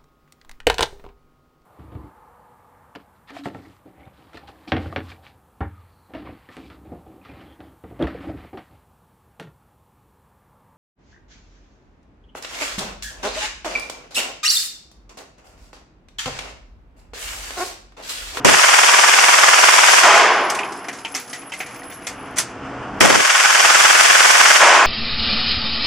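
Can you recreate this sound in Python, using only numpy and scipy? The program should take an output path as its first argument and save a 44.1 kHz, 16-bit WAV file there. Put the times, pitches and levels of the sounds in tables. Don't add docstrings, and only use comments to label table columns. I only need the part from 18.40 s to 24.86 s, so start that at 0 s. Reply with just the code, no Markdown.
import sys
import numpy as np
from scipy import signal
from scipy.fft import rfft, irfft
from scipy.io import wavfile
from scipy.ndimage import uniform_filter1d

SR = 44100
rng = np.random.default_rng(int(sys.argv[2]) if len(sys.argv) > 2 else 0)


def generate_wav(sig):
    pcm = np.round(np.clip(np.atleast_2d(sig).T, -1, 1) * 32767).astype(np.int16)
    wavfile.write(sys.argv[1], SR, pcm)


def gain_from_db(level_db):
    decades = np.asarray(level_db, float) / 20
    return 10 ** decades


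N = 284886
TIME = np.arange(N) / SR

# [f/Hz, level/dB per Hz]
DRONE_COLOUR = [(15, -40), (30, 8), (60, 3), (160, -7.5), (420, -12), (750, -5.5), (1400, -6.5),
                (2000, -15), (2900, -17.5), (3900, -29.5), (5300, -29.5), (7000, -36), (10500, -46.5),
                (12500, -67)]
# [f/Hz, side minus mid/dB]
DRONE_WIDTH = [(60, -23.5), (110, -19), (200, -25), (380, -16), (700, -20), (1290, -14), (2380, -13),
               (4400, -7), (8120, 0), (15000, 1)]
# [f/Hz, width/Hz, level/dB]
DUCT_MODES = [(122.8, 8, -1), (197, 6.3, 0), (276, 36, 4), (343, 34, -3.5), (380, 3.6, -10), (416, 11, 3.5),
              (487, 5.6, 7.5), (524, 5.9, -18), (624, 5.7, -4), (660, 5.9, -3), (730, 13, -5)]
# [t/s, level/dB]
DRONE_RIDE = [(0, -29), (.047, -31), (.06, -53), (2.2, -37), (2.6, -40), (3, -40.5), (3.4, -38.5),
              (3.95, -35), (4.05, -35), (4.2, -33), (4.6, -28), (4.62, -53), (6.46, -62)]
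# [t/s, level/dB]
UPPER_AIR = [(0, -2), (2.2, 3.5), (3.6, 1.5), (4.15, 1), (4.6, -4), (6.46, -4)]

# [f/Hz, width/Hz, level/dB]
BRASS_MODES = [(10670, 28, -8), (10725, 24, -7), (10790, 28, -7), (10860, 50, -11), (11020, 70, -12)]
# [t/s, level/dB]
ROLL_LEVEL = [(1.85, -74), (2.04, -44), (2.68, -47.5), (3.1, -45), (3.46, -44.5), (3.8, -48.5), (3.95, -56),
              (4.07, -55), (4.19, -70)]
# [t/s, level/dB]
ROLL_BUMPS = [
    (1.91, -40),
    (2.71, -47),
    (2.91, -42),
    (3.03, -56),
    (3.46, -47),
]
ROLL_SPAN = slice(78000, 190000)
BUMP_RISE_S, BUMP_FALL_DB_PER_S = 0.029, 131

# [t/s, bright level/dB, dull level/dB, dull f/Hz,
# t60/s]
HANDLING = [(2.0992, -19, -23, 1860, 0.16), (2.1475, -23.5, -25, 1820, 0.18), (2.189, -28, -21, 2400, 0.16),
            (2.2312, -45, -24, 2590, 0.059), (2.4846, -30, -21, 1975, 0.12), (2.5278, -33, -35, 1800, .52),
            (2.6491, -33, -20.5, 2530, 0.13), (2.7425, -31, -36, 2800, .06), (2.7492, -21, -25, 2130, 0.4),
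            (2.9305, -28, -29.5, 2010, 0.34), (3.12, -35, -26, 2570, 0.19), (3.1355, -33, -34, 2120, 0.4),
            (3.2032, -31, -20.5, 2100, 0.19), (3.2606, -38, -35, 2000, 0.82),
            (3.5204, -38.5, -40, 1970, 0.43), (3.6688, -22.5, -25.5, 2050, 0.24),
            (3.9602, -34, -42, 3360, .2), (3.968, -24, -30, 1960, .22), (3.9759, -21, -26, 1910, .2),
            (3.9843, -11, -22, 1820, 0.11), (4.0002, -17.5, -29, 2870, 0.14), (4.016, -31, -37, 1820, 0.6),
            (4.6035, -14, -40, 2600, 0.14)]
# [f/Hz, level/dB per Hz]
RATTLE_COLOUR = [(600, -23.5), (1200, -9.5), (2200, -16), (3300, -12), (4000, -8), (4900, -10), (6250, -8),
                 (8000, -13.5), (10500, -20.5), (12500, -27), (15400, -39)]
# [f/Hz, side minus mid/dB]
KNOCK_WIDTH = [(60, 4), (110, -10), (200, -17), (380, -20), (700, -15), (1290, -17), (2380, -13.5),
               (4400, -7), (8120, -5), (15000, 3)]
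# [f/Hz, level/dB, t60/s]
METAL_RINGS = [(1440, -13, 0.13), (2090, -14, 0.38), (2860, -9, 0.19), (4600, -13, 0.078),
               (5800, -5, 0.099), (6300, 3, 0.1), (10000, -4, 0.06), (6460, -18, 0.27), (7500, -22, 0.22),
               (8200, -2, 0.19)]
# [delay t/s, level/dB]
PARTITION_ECHOES = [
    (.0033, -9.5),
    (.009, -8),
    (0.018, -9),
    (.029, -8),
]
# [share of its pitch, level/dB]
PART_TONES = [(1, -13), (0.36, -5), (1.2, -6)]
# [t/s, bright level/dB, dull level/dB]
CASING_TICKS = [(2.247, -37, -30), (2.2867, -40, -39), (2.3216, -32.5, -49), (2.363, -38, -53),
                (2.3874, -41, -47), (2.4424, -41, -32), (2.5864, -36, -55), (2.6796, -38, -46),
                (2.7117, -42, -48), (2.8763, -39, -51), (2.898, -35, -50), (3.0155, -44, -38),
                (3.095, -42, -41), (3.1896, -39, -53), (3.309, -46, -38), (3.343, -40, -38.5),
                (3.3584, -44, -37), (3.3905, -46, -41), (3.432, -43, -38), (3.4984, -45, -36),
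                (3.6192, -47, -42), (3.6444, -44, -40), (3.8684, -51, -42), (4.2554, -53, -49)]
# [t/s, level/dB, f/Hz, t60/s]
CONTACTS = [(2.0992, -19, 5120, .04), (2.102, -23, 6300, .03), (2.19, -17, 2510, .015),
            (2.233, -23, 2550, .02), (2.3216, -44, 5280, 0.12), (2.4846, -32, 5600, .02),
            (2.6491, -21.5, 3160, 0.019), (2.6525, -31, 2280, .03), (2.702, -36, 7500, .004),
            (2.7168, -39, 8000, .004), (2.7205, -37, 8200, .004), (2.7428, -27, 2900, .015),
            (2.7492, -20, 5400, .02), (2.7525, -21, 6130, .025), (2.7575, -30, 2180, .04),
            (2.7655, -24, 5850, .03), (2.9305, -32, 2980, 0.024), (2.934, -30, 1970, 0.13),
            (3.1238, -32, 3060, 0.021), (3.1375, -28, 2080, .08), (3.188, -36, 9500, .01),
            (3.191, -33, 8000, .008), (3.2065, -25, 2080, 0.035), (3.2195, -37, 2300, .03),
            (3.42, -34, 1900, .03), (3.433, -36, 4300, .01), (3.515, -37, 3520, 0.044),
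            (3.669, -27, 5860, .03), (3.6698, -25, 3400, 0.022), (3.6785, -32, 2120, .04),
            (3.9843, -17, 6370, 0.013), (3.9846, -10, 8900, .012), (4.0005, -22, 6450, 0.024)]
# [t/s, level/dB, first ring f/Hz,
# second ring level/dB, second ring f/Hz]
PINGS = [
    (2.7965, -37, 11200, -47, 14790),
    (3.1921, -36, 11150, -46, 14790),
    (3.3594, -53, 11200, -50, 14800),
    (3.4974, -41, 11100, -48, 14900),
    (3.5389, -35, 11100, -65, 14900),
    (3.9843, -20, 10300, -48, 12300),
]
SCATTER_PAN_DB = -0.5
TICK_HZ, TICK_T60 = 2040, 0.16
TINKLE_HZ, TINKLE_DB, TINKLE_T60 = 5150, -14, 0.32

# [f/Hz, level/dB per Hz]
SLAM_COLOUR = [(18, -55), (30, -14), (102, -7), (140, -8.5), (318, 0.5), (411, 2.5), (596, 1), (900, -15),
               (1170, -43), (1980, -120)]
# [f/Hz, side minus mid/dB]
SLAM_WIDTH = [(60, 1), (110, 16), (200, 14.5), (380, 2), (700, 11), (1290, 1), (2380, -5), (4400, -3),
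              (8120, -4.5), (15000, 2)]
# [t/s, level/dB, t60/s]
SLAMS = [
    (.048, -20, 0.41),
    (4.607, -22, 1),
]

# [f/Hz, level/dB per Hz]
RASP_COLOUR = [(35, -64), (60, -1), (138, -8), (442, -4.5), (754, -1.5), (2000, -3.5), (3180, -7),
               (4020, -12), (5430, -10.5), (7350, -13.5), (12500, -24.5), (14100, -29), (15400, -62.5)]
# [f/Hz, side minus mid/dB]
RASP_WIDTH = [(100, 10), (250, 13.5), (600, 14.5), (1500, -0.5), (4000, -1.5), (9000, -3), (15000, 5.5)]
# [first blast/dB, early sag t/s, sag/dB, settling t/s, settled/dB, last round/dB]
OVERLOAD = [
    (-14, 0.095, -14, 1, -14.5, -13),
    (-11, 0.049, -19, 0.82, -13.5, -13.5),
]
# [t after the last round/s, level/dB]
OVERLOAD_RELEASE = [
    (.1, -26.5),
    (.185, -21),
    (.3, -35),
]
RASP_CHOKE = .5

# [t/s, brightening of the early echoes/dB per octave]
FIRST_SHOTS = [
    (0.047, -0.9),
    (4.607, 0),
]
# [round number, t its blast chokes the capsules/s]
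SLIDE_PACE = [
    [(0, .0997), (17, .9471), (18, .9951), (30, 1.5957)],
    [(0, 4.6602), (26, 5.9629), (27, 6.0163), (30, 6.1676)],
]
# [first round/dB, last round/dB, extra sag as the wind filter closes/dB]
REGAINED = [
    (-5.5, -5, -5),
    (-7, -4, -4.5),
]
# [t after the shot/s, level/dB]
WALL_RETURNS = [
    (.0022, -3.5),
    (.0065, 3.5),
    (.019, 1.5),
    (.0245, -3),
    (.0325, -1.5),
]
# [f/Hz, level/dB per Hz]
HALL_COLOUR = [(35, -75), (60, -25.5), (180, -31.5), (259, -26.5), (412, -16.5), (508, -13), (672, -6),
               (888, -8.5), (974, -3.5), (1780, -10.5), (2300, -10), (4020, -17.5), (7010, -17.5),
               (15400, -36.5)]
# [f/Hz, side minus mid/dB]
HALL_WIDTH = [(60, -13.5), (110, -23), (200, -18), (380, -23), (700, -18.5), (1290, -12), (2380, -11.5),
              (4400, -7), (8120, -1), (15000, 3)]
# [f/Hz, t60/s]
HALL_DECAY = [(100, 3.25), (300, 2.3), (410, 1.64), (560, 1.08), (700, 1.28), (1000, 1.245), (1400, 1.145),
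              (2000, 1.05), (5000, 0.89), (10000, 0.51), (15000, 0.22)]
# [f/Hz, width/Hz, level/dB]
STALL_MODES = [(833.6, 14, 7), (1063, 17, 3), (341, 6.9, 5), (390, 6.3, -7), (680, 14, -9), (1510, 29, 6),
               (1680, 66, 2), (1860, 39, 6), (2160, 38, 3.5)]
# [f/Hz, level/dB]
EARLY_COLOUR = [(200, 2), (600, -3.5), (1000, -2.5), (1500, 1.5), (2100, 0), (2800, -1), (3600, -2),
                (6000, 3.5), (12000, -11)]
JITTER_S, ROUND_SPREAD_DB, SAG_WIDTH_S = .0006, 1.1, 0.037
FRESH_CAPSULES_DB = (0.5, 5)
CHOKE_DB, CHOKE_HOLD_S, CHOKE_RISE_S, CHOKE_CREEP_DB = 11.5, .03, .012, 4
OPENING_CHOKE = 0.91
RETURN_WIDTH_S = .002
HEADROOM_DB, FREE_DB = 13.5, -8.5
SHOT_SPREAD = 0.6
FIRST_BLAST_DB, FIRST_BLAST_S = (0, -3.5), 0.013

# [f/Hz, level/dB]
TREBLE_GATE = [(6000, -95), (9000, -66), (11300, -57), (12000, -53), (13000, -52.5), (14200, -57),
               (14800, -49), (16000, -45)]
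CUT_CLOSES_S, CUT_CLOSING_S = (.15, 4.79), .045
CUT_OPEN, CUT_SHUT, CUT_EASED, CUT_OPENS_PER_S = 1, 3.24, (3.03, 3.3), 0.89
CUT_GAPE, CUT_GAPE_S = (0.71, 0.86), 0.1
CUT_OVERSHOOT, CUT_OVERSHOOT_S = (.1, .45), .3
CUT_STEEP = 0.27
MIC_NOTCH_HZ, MIC_NOTCH_WIDTH_HZ, MIC_NOTCH_DB = 4030, 520, -5
LONE_BINS = 0.49
STRAY_SHARE, STRAY_REACH_DB, STRAY_DB = .07, 20, 6
THUD_KNEE, THUD_HZ, THUD_DB = .85, 260, -4


def evened(x):
    return x / np.sqrt(np.mean(x ** 2) + 1e-20)


def read(points, hz):
    f, value = np.transpose(points)
    return np.interp(np.log(hz + 1), np.log(f + 1), value)


def curve(rows, outside=-120):
    s, value = np.transpose(rows)
    return np.interp(TIME, s, value, outside, outside)


def add(mix, s, sound):
    part = mix[:, round(s * SR):][:, :sound.shape[1]]
    part += sound[:, :part.shape[1]]


def peaks_db(peaks, f, lift_db):
    total = sum(gain_from_db(db + lift_db) / (1 + ((f - hz) / width * 2) ** 2) for hz, width, db in peaks)
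    return 20 * np.log10(1 + total)


def wide_noise(size, db_of, side):
    hz = np.fft.rfftfreq(size, 1 / SR)
    z = rfft(rng.standard_normal((2, size))) * gain_from_db(db_of(hz))
    mid, across = irfft(z * gain_from_db([0 * hz, read(side, hz)]), size)
    return np.array([mid + across, mid - across]) / np.std(mid)


def drone():
    air = wide_noise(N, lambda f: read(DRONE_COLOUR, f) + peaks_db(DUCT_MODES, f, lift_db=6.5), DRONE_WIDTH)
    wobble_db = 1.2 * evened(uniform_filter1d(rng.standard_normal(N), size=3000))
    high_pass = signal.firwin(65, 1600, fs=SR, pass_zero=False)
    upper = signal.oaconvolve(air, high_pass[None], "same")
    return (air + upper * (gain_from_db(curve(UPPER_AIR)) - 1)) * gain_from_db(curve(DRONE_RIDE) + wobble_db)


def rolling():
    shape = (len(BRASS_MODES), 2, len(TIME[ROLL_SPAN]))
    strength = gain_from_db(2.0 * rng.exponential(1, shape))
    taps = strength * (rng.random(shape) < 60 / SR)
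    t = np.arange(6000) / SR
    start = np.minimum(t / 0.0024, 1) ** 2
    rung = 0
    for tap, (hz, width, db) in zip(taps, BRASS_MODES):
        ring = gain_from_db(db) * start * np.exp(-np.pi * width * t) * np.sin(2 * np.pi * hz * t)
        rung = rung + signal.oaconvolve(tap, ring[None], axes=1)[:, :shape[2]]
    power = abs(uniform_filter1d((rung ** 2).mean(0), size=6000))
    out = np.zeros((2, N))
    out[:, ROLL_SPAN] = rung / np.sqrt(power + 1e-9)
    levels_db = [curve(ROLL_LEVEL)]
    for s, db in ROLL_BUMPS:
        levels_db.append(curve([(s - BUMP_RISE_S, db - 11), (s, db), (s + .5, db - BUMP_FALL_DB_PER_S / 2)]))
    return out * uniform_filter1d(sum(gain_from_db(db - 2) for db in levels_db), size=600)


def knock(bright_db, dull_db, dull_hz, t60):
    size, pan_db = 8192, SCATTER_PAN_DB * rng.standard_normal()
    t = np.arange(size) / SR
    arrivals = [(0.003, 0)] + PARTITION_ECHOES
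    cracks = sum(gain_from_db(db - 60 * np.abs(t - s) / 0.026) * (t >= s) for s, db in arrivals)
    fall = (cracks + 1.78 * gain_from_db(-60 * t / np.maximum(t60, .03))) * np.minimum(t / 0.00021, 1)
    bright = wide_noise(size, lambda f: read(RATTLE_COLOUR, f), KNOCK_WIDTH)
    high_pass = signal.firwin(65, 8500, fs=SR, pass_zero=False)
    top = signal.oaconvolve(bright, high_pass[None], "same")
    bright += top * (gain_from_db(3 + 0.2 * (bright_db + 24) - 60 * t / 0.55) - 1)
    dull = wide_noise(size, lambda f: -10 * np.log10(1 + ((f - dull_hz) / 260) ** 2 + (f / 3500) ** 8),
                      KNOCK_WIDTH)
    scatter = (gain_from_db(bright_db - 12.0) * bright + gain_from_db(dull_db - 11) * dull) * fall

    hz, db, ring_s = np.transpose(METAL_RINGS)[:, :, None]
    chance = rng.standard_normal((2, len(METAL_RINGS), 1))
    ring_level = gain_from_db(db + 3.5 * chance[0] - 60 * t / np.clip(ring_s, .03, .35))
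    rings = ring_level * np.sin(2 * np.pi * hz * (1 + 0.017 * chance[1]) * t)
    tones = sum(gain_from_db(db) * np.sin(2 * np.pi * share * dull_hz * t) for share, db in PART_TONES)
    struck = gain_from_db(bright_db - 16.5) * rings.sum(0) + gain_from_db(dull_db - 2.0 - 60 * t / 0.096) * tones
    return (scatter + struck) * gain_from_db([[pan_db / 2], [-pan_db / 2]]) * np.cos(np.pi / 2 * t / t[-1])


def tick(bright_db, dull_db):
    body = knock(bright_db, dull_db, TICK_HZ * (1 + 0.078 * rng.standard_normal()), TICK_T60)
    t = np.arange(body.shape[1]) / SR
    hz = TINKLE_HZ * (1 + 0.021 * rng.standard_normal((2, 1)))
    tinkle = gain_from_db(bright_db + TINKLE_DB - 60 * t / TINKLE_T60) * np.sin(2 * np.pi * hz * t)
    return body + tinkle.sum(0)


def snap(db, hz, t60):
    t = np.arange(2048) / SR
    detune = 1 + 0.048 * rng.standard_normal((2, 1)) * [[.3], [1]]
    modes = np.sin(2 * np.pi * hz * detune * t) * [[1], [.6]]
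    ring = modes.sum(0) * gain_from_db(db - 60 * t / np.maximum(t60, .004))
    return np.array([ring, np.roll(ring, rng.integers(-1, 2))])


def ping(db, hz, second_db, second_hz):
    t = np.arange(SR // 3) / SR
    out = np.zeros((2, len(t)))
    for level_db, ring_hz, t60 in (db - 3, hz, .12), (second_db, second_hz, .2):
        noise = rng.standard_normal((2, 2, len(t)))
        flutter = signal.oaconvolve(noise, np.blackman(200)[None, None], "same")
        flutter = 1 + (flutter[0] + 1j * flutter[1]) / flutter.std()
        out += gain_from_db(level_db - 60 * t / t60) * (flutter * np.exp(2j * np.pi * ring_hz * t)).imag
    contact = np.diff(rng.standard_normal((2, len(t) + 2)), 2) * gain_from_db(second_db - 8 - 60 * t / .02)
    return out * np.minimum(t / 0.0028, 1) + contact


def thump(db, t60):
    t = np.arange(SR // 2) / SR
    return wide_noise(len(t), lambda f: read(SLAM_COLOUR, f), SLAM_WIDTH) * gain_from_db(db - 60 * t / t60)


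def overload(start, end, first_db, sag_s, sag_db, settle_s, settled_db, last_db):
    during = [(start, first_db), (start + sag_s, sag_db), (start + settle_s, settled_db), (end, last_db)]
    return gain_from_db(curve(during + [(end + s, db) for s, db in OVERLOAD_RELEASE]))


def rasp(choked_db):
    flicker_db = 1.4 * evened(uniform_filter1d(rng.standard_normal((2, N)), size=90))
    level = sum(overload(shot[0], pace[-1][1], *row)
                for shot, pace, row in zip(FIRST_SHOTS, SLIDE_PACE, OVERLOAD))
    noise = wide_noise(N, lambda f: read(RASP_COLOUR, f) - read(RASP_WIDTH, f), RASP_WIDTH)
    low = signal.oaconvolve(noise, signal.firwin(129, 3800, fs=SR)[None], "same")
    choked_low = low * gain_from_db(RASP_CHOKE * choked_db + 2.5)
    return (noise - low + choked_low) * gain_from_db(flicker_db) * level


def rounds(pace, closes_s, fresh_db, first_db, last_db, sag_db):
    number, at = np.transpose(pace)
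    chance = rng.standard_normal((int(number[-1]) + 1, 2))
    count = np.arange(len(chance))
    s = np.interp(count, number, at) + JITTER_S * chance[:, 0]
    regained_db = np.linspace(first_db, last_db, len(s))
    regained_db += sag_db * np.exp(-((s - closes_s - CUT_CLOSING_S) / SAG_WIDTH_S) ** 2)
    regained_db += fresh_db * np.exp(-count / 2.0) + ROUND_SPREAD_DB * chance[:, 1]
    return np.transpose([s, regained_db])


def choke(burst):
    s, recovered_db = np.transpose(burst)
    last = np.searchsorted(s, TIME) - 1
    since = TIME - np.append(s, s[0] - .05)[last]
    back = np.clip((since - CHOKE_HOLD_S) / CHOKE_RISE_S, 0, 1)
    held_db = CHOKE_DB - CHOKE_CREEP_DB * np.clip(since / CHOKE_HOLD_S, 0, 1)
    depth_db = held_db * (1 - back * back * (3 - 2 * back))
    depth_db -= sum(db * np.exp(-((since - delay) / RETURN_WIDTH_S) ** 2) for delay, db in WALL_RETURNS)
    depth_db *= np.where(last < 0, OPENING_CHOKE * (since > .0035), 1)
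    level_db = np.append(recovered_db - 4.0, FREE_DB)[last + 1]
    return uniform_filter1d([-depth_db, level_db], size=40)


def hall_tail():
    noise = wide_noise(3 * SR // 2, lambda f: read(HALL_COLOUR, f) + peaks_db(STALL_MODES, f, lift_db=-6.0),
                       HALL_WIDTH)
    hz, t, z = signal.stft(noise, SR, nperseg=512)
    return signal.istft(z * gain_from_db(-60 * t / read(HALL_DECAY, hz)[:, None]), SR, nperseg=512)[1]


def roar(opening, burst, first_db):
    first_s, tilt_db = opening
    shots = np.append(first_s, np.transpose(burst)[0] - .002)
    turn = SHOT_SPREAD * rng.standard_normal(len(shots))
    late, at = np.zeros((2, N)), ((shots - first_s) * SR).astype(int)
    for third in range(3):
        train = np.zeros((1, at[-1] + 1), np.float32)
        train[0, at] = np.cos(turn + third * 2 * np.pi / 3)
        add(late, first_s, signal.fftconvolve(train, hall_tail(), axes=1))
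    power = uniform_filter1d(late.mean(0) ** 2, size=1500, origin=-500)
    ceiling = power[int(shots[-1] * SR)] / gain_from_db(2 * HEADROOM_DB)

    hz = np.fft.rfftfreq(N, 1 / SR)
    early_db = read(EARLY_COLOUR, hz) + tilt_db * np.log2(np.clip(hz, 700, 2600) / 1500)
    early = irfft(rfft(late) * gain_from_db(early_db), N)
    firing = np.interp(TIME, [shots[1], shots[3], shots[-1] + 0.032, shots[-1] + 0.065], [0, 1, 1, 0])
    out = (late + firing * (early - late)) / np.sqrt(np.maximum(power, 0) + ceiling)

    energy = out.mean(0) ** 2
    swing = uniform_filter1d(energy, size=300) / (uniform_filter1d(energy, size=3000) + 1e-9)
    out /= (np.abs(swing) + 0.09) ** (0.052 * firing)
    out *= gain_from_db(first_db * np.exp(-((TIME - first_s) / FIRST_BLAST_S) ** 2))
    return out * gain_from_db(choke(burst).sum(0)) * np.clip((TIME - first_s) / 0.0018, 0, 1)


def wind_cut(t):
    octaves = CUT_OPEN + 0 * t
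    magazines = zip(CUT_CLOSES_S, SLIDE_PACE, CUT_EASED, CUT_GAPE, CUT_OVERSHOOT)
    for closes_s, pace, eased, gape, over in magazines:
        after = t - pace[-1][1]
        shut = CUT_SHUT + over * np.exp(-((t - closes_s) / CUT_OVERSHOOT_S) ** 4)
        opening = eased - CUT_OPENS_PER_S * after - gape * np.exp(-(after / CUT_GAPE_S) ** 2)
        held = np.where(after < .03, shut, opening)
        octaves = np.maximum(octaves, held * np.clip((t - closes_s) / CUT_CLOSING_S, 0, 1))
    return 50 * 2 ** octaves


def scene():
    magazines = zip(SLIDE_PACE, CUT_CLOSES_S, FRESH_CAPSULES_DB, REGAINED)
    one, two = (rounds(pace, s, db, *row) for pace, s, db, row in magazines)
    choked_db = choke(one)[0] * (TIME < 3) + choke(two)[0]
    steady = sum(roar(*row) for row in zip(FIRST_SHOTS, (one, two), FIRST_BLAST_DB))
    steady = steady + rasp(choked_db) + rolling() + drone()
    mix, slams = np.zeros((2, 2, N))
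    for s, *row in SLAMS:
        add(slams, s, thump(*row))
    litter = (HANDLING, knock), (CASING_TICKS, tick), (PINGS, ping), (CONTACTS, snap)
    for table, source in litter:
        for s, *row in table:
            add(mix, s, source(*row))
    return mix + slams * gain_from_db(0.52 * choked_db + 6.0) + steady


def roll_off(x):
    return signal.sosfilt(signal.butter(12, 15600, fs=SR, output="sos"), x)


def record(dry):
    rounded = 1.4 * np.tanh(dry / 1.33)
    hz, t, z = signal.stft(rounded, SR, nperseg=1024)
    f = hz[:, None]
    corner_hz = wind_cut(t)
    steep_hz = CUT_STEEP * corner_hz ** 2 / (50 * 2 ** CUT_SHUT)
    z = z / np.sqrt(1 + (corner_hz / (f + 1)) ** 4.17 + (steep_hz / (f + 1)) ** 10)
    z = z * gain_from_db(MIC_NOTCH_DB * np.exp(-((f - MIC_NOTCH_HZ) / MIC_NOTCH_WIDTH_HZ) ** 2))

    power = (abs(z) ** 2).mean(0)
    band_power = np.repeat(power[:512].reshape(32, 16, -1).mean(1), 16, axis=0)
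    band_db = 10 * np.log10(band_power + 1e-16)
    frame_db = 10 * np.log10(power.sum(0) + 1e-16)
    margin_db = band_db - .8 * frame_db - read(TREBLE_GATE, hz[:512])[:, None]
    margin_db += LONE_BINS * (10 * np.log10(power[:512] + 1e-16) - band_db)
    whim = rng.standard_normal((32, len(t) // 3 + 1))
    whim_db = 6 * np.kron(whim, np.ones((16, 3)))[:, :len(t)]
    picked = np.repeat(rng.random((512, len(t) // 5 + 1)) < STRAY_SHARE, 5, axis=1)[:, :len(t)]
    picked = picked * (whim_db > 0) * (margin_db > -STRAY_REACH_DB) * (f[:512] < 14300)
    stray = picked * gain_from_db(np.clip(STRAY_DB - margin_db, -20, STRAY_REACH_DB))
    z[:, :512] *= np.maximum(np.clip(.5 + (margin_db + whim_db) / 1.5, 0, 1), stray)
    thinned = signal.istft(z, SR, nperseg=1024)[1][:, :N]

    over = np.sign(thinned) * np.maximum(abs(thinned) - THUD_KNEE, 0)
    low_pass = signal.butter(2, THUD_HZ, fs=SR, output="sos")
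    thinned = thinned - gain_from_db(THUD_DB) * signal.sosfilt(low_pass, over)
    edge = signal.firwin(255, 15550, window=("kaiser", 8), fs=SR)
    return roll_off(signal.oaconvolve(thinned, edge[None], "same"))


dry = scene()
out = record(dry)
generate_wav(out)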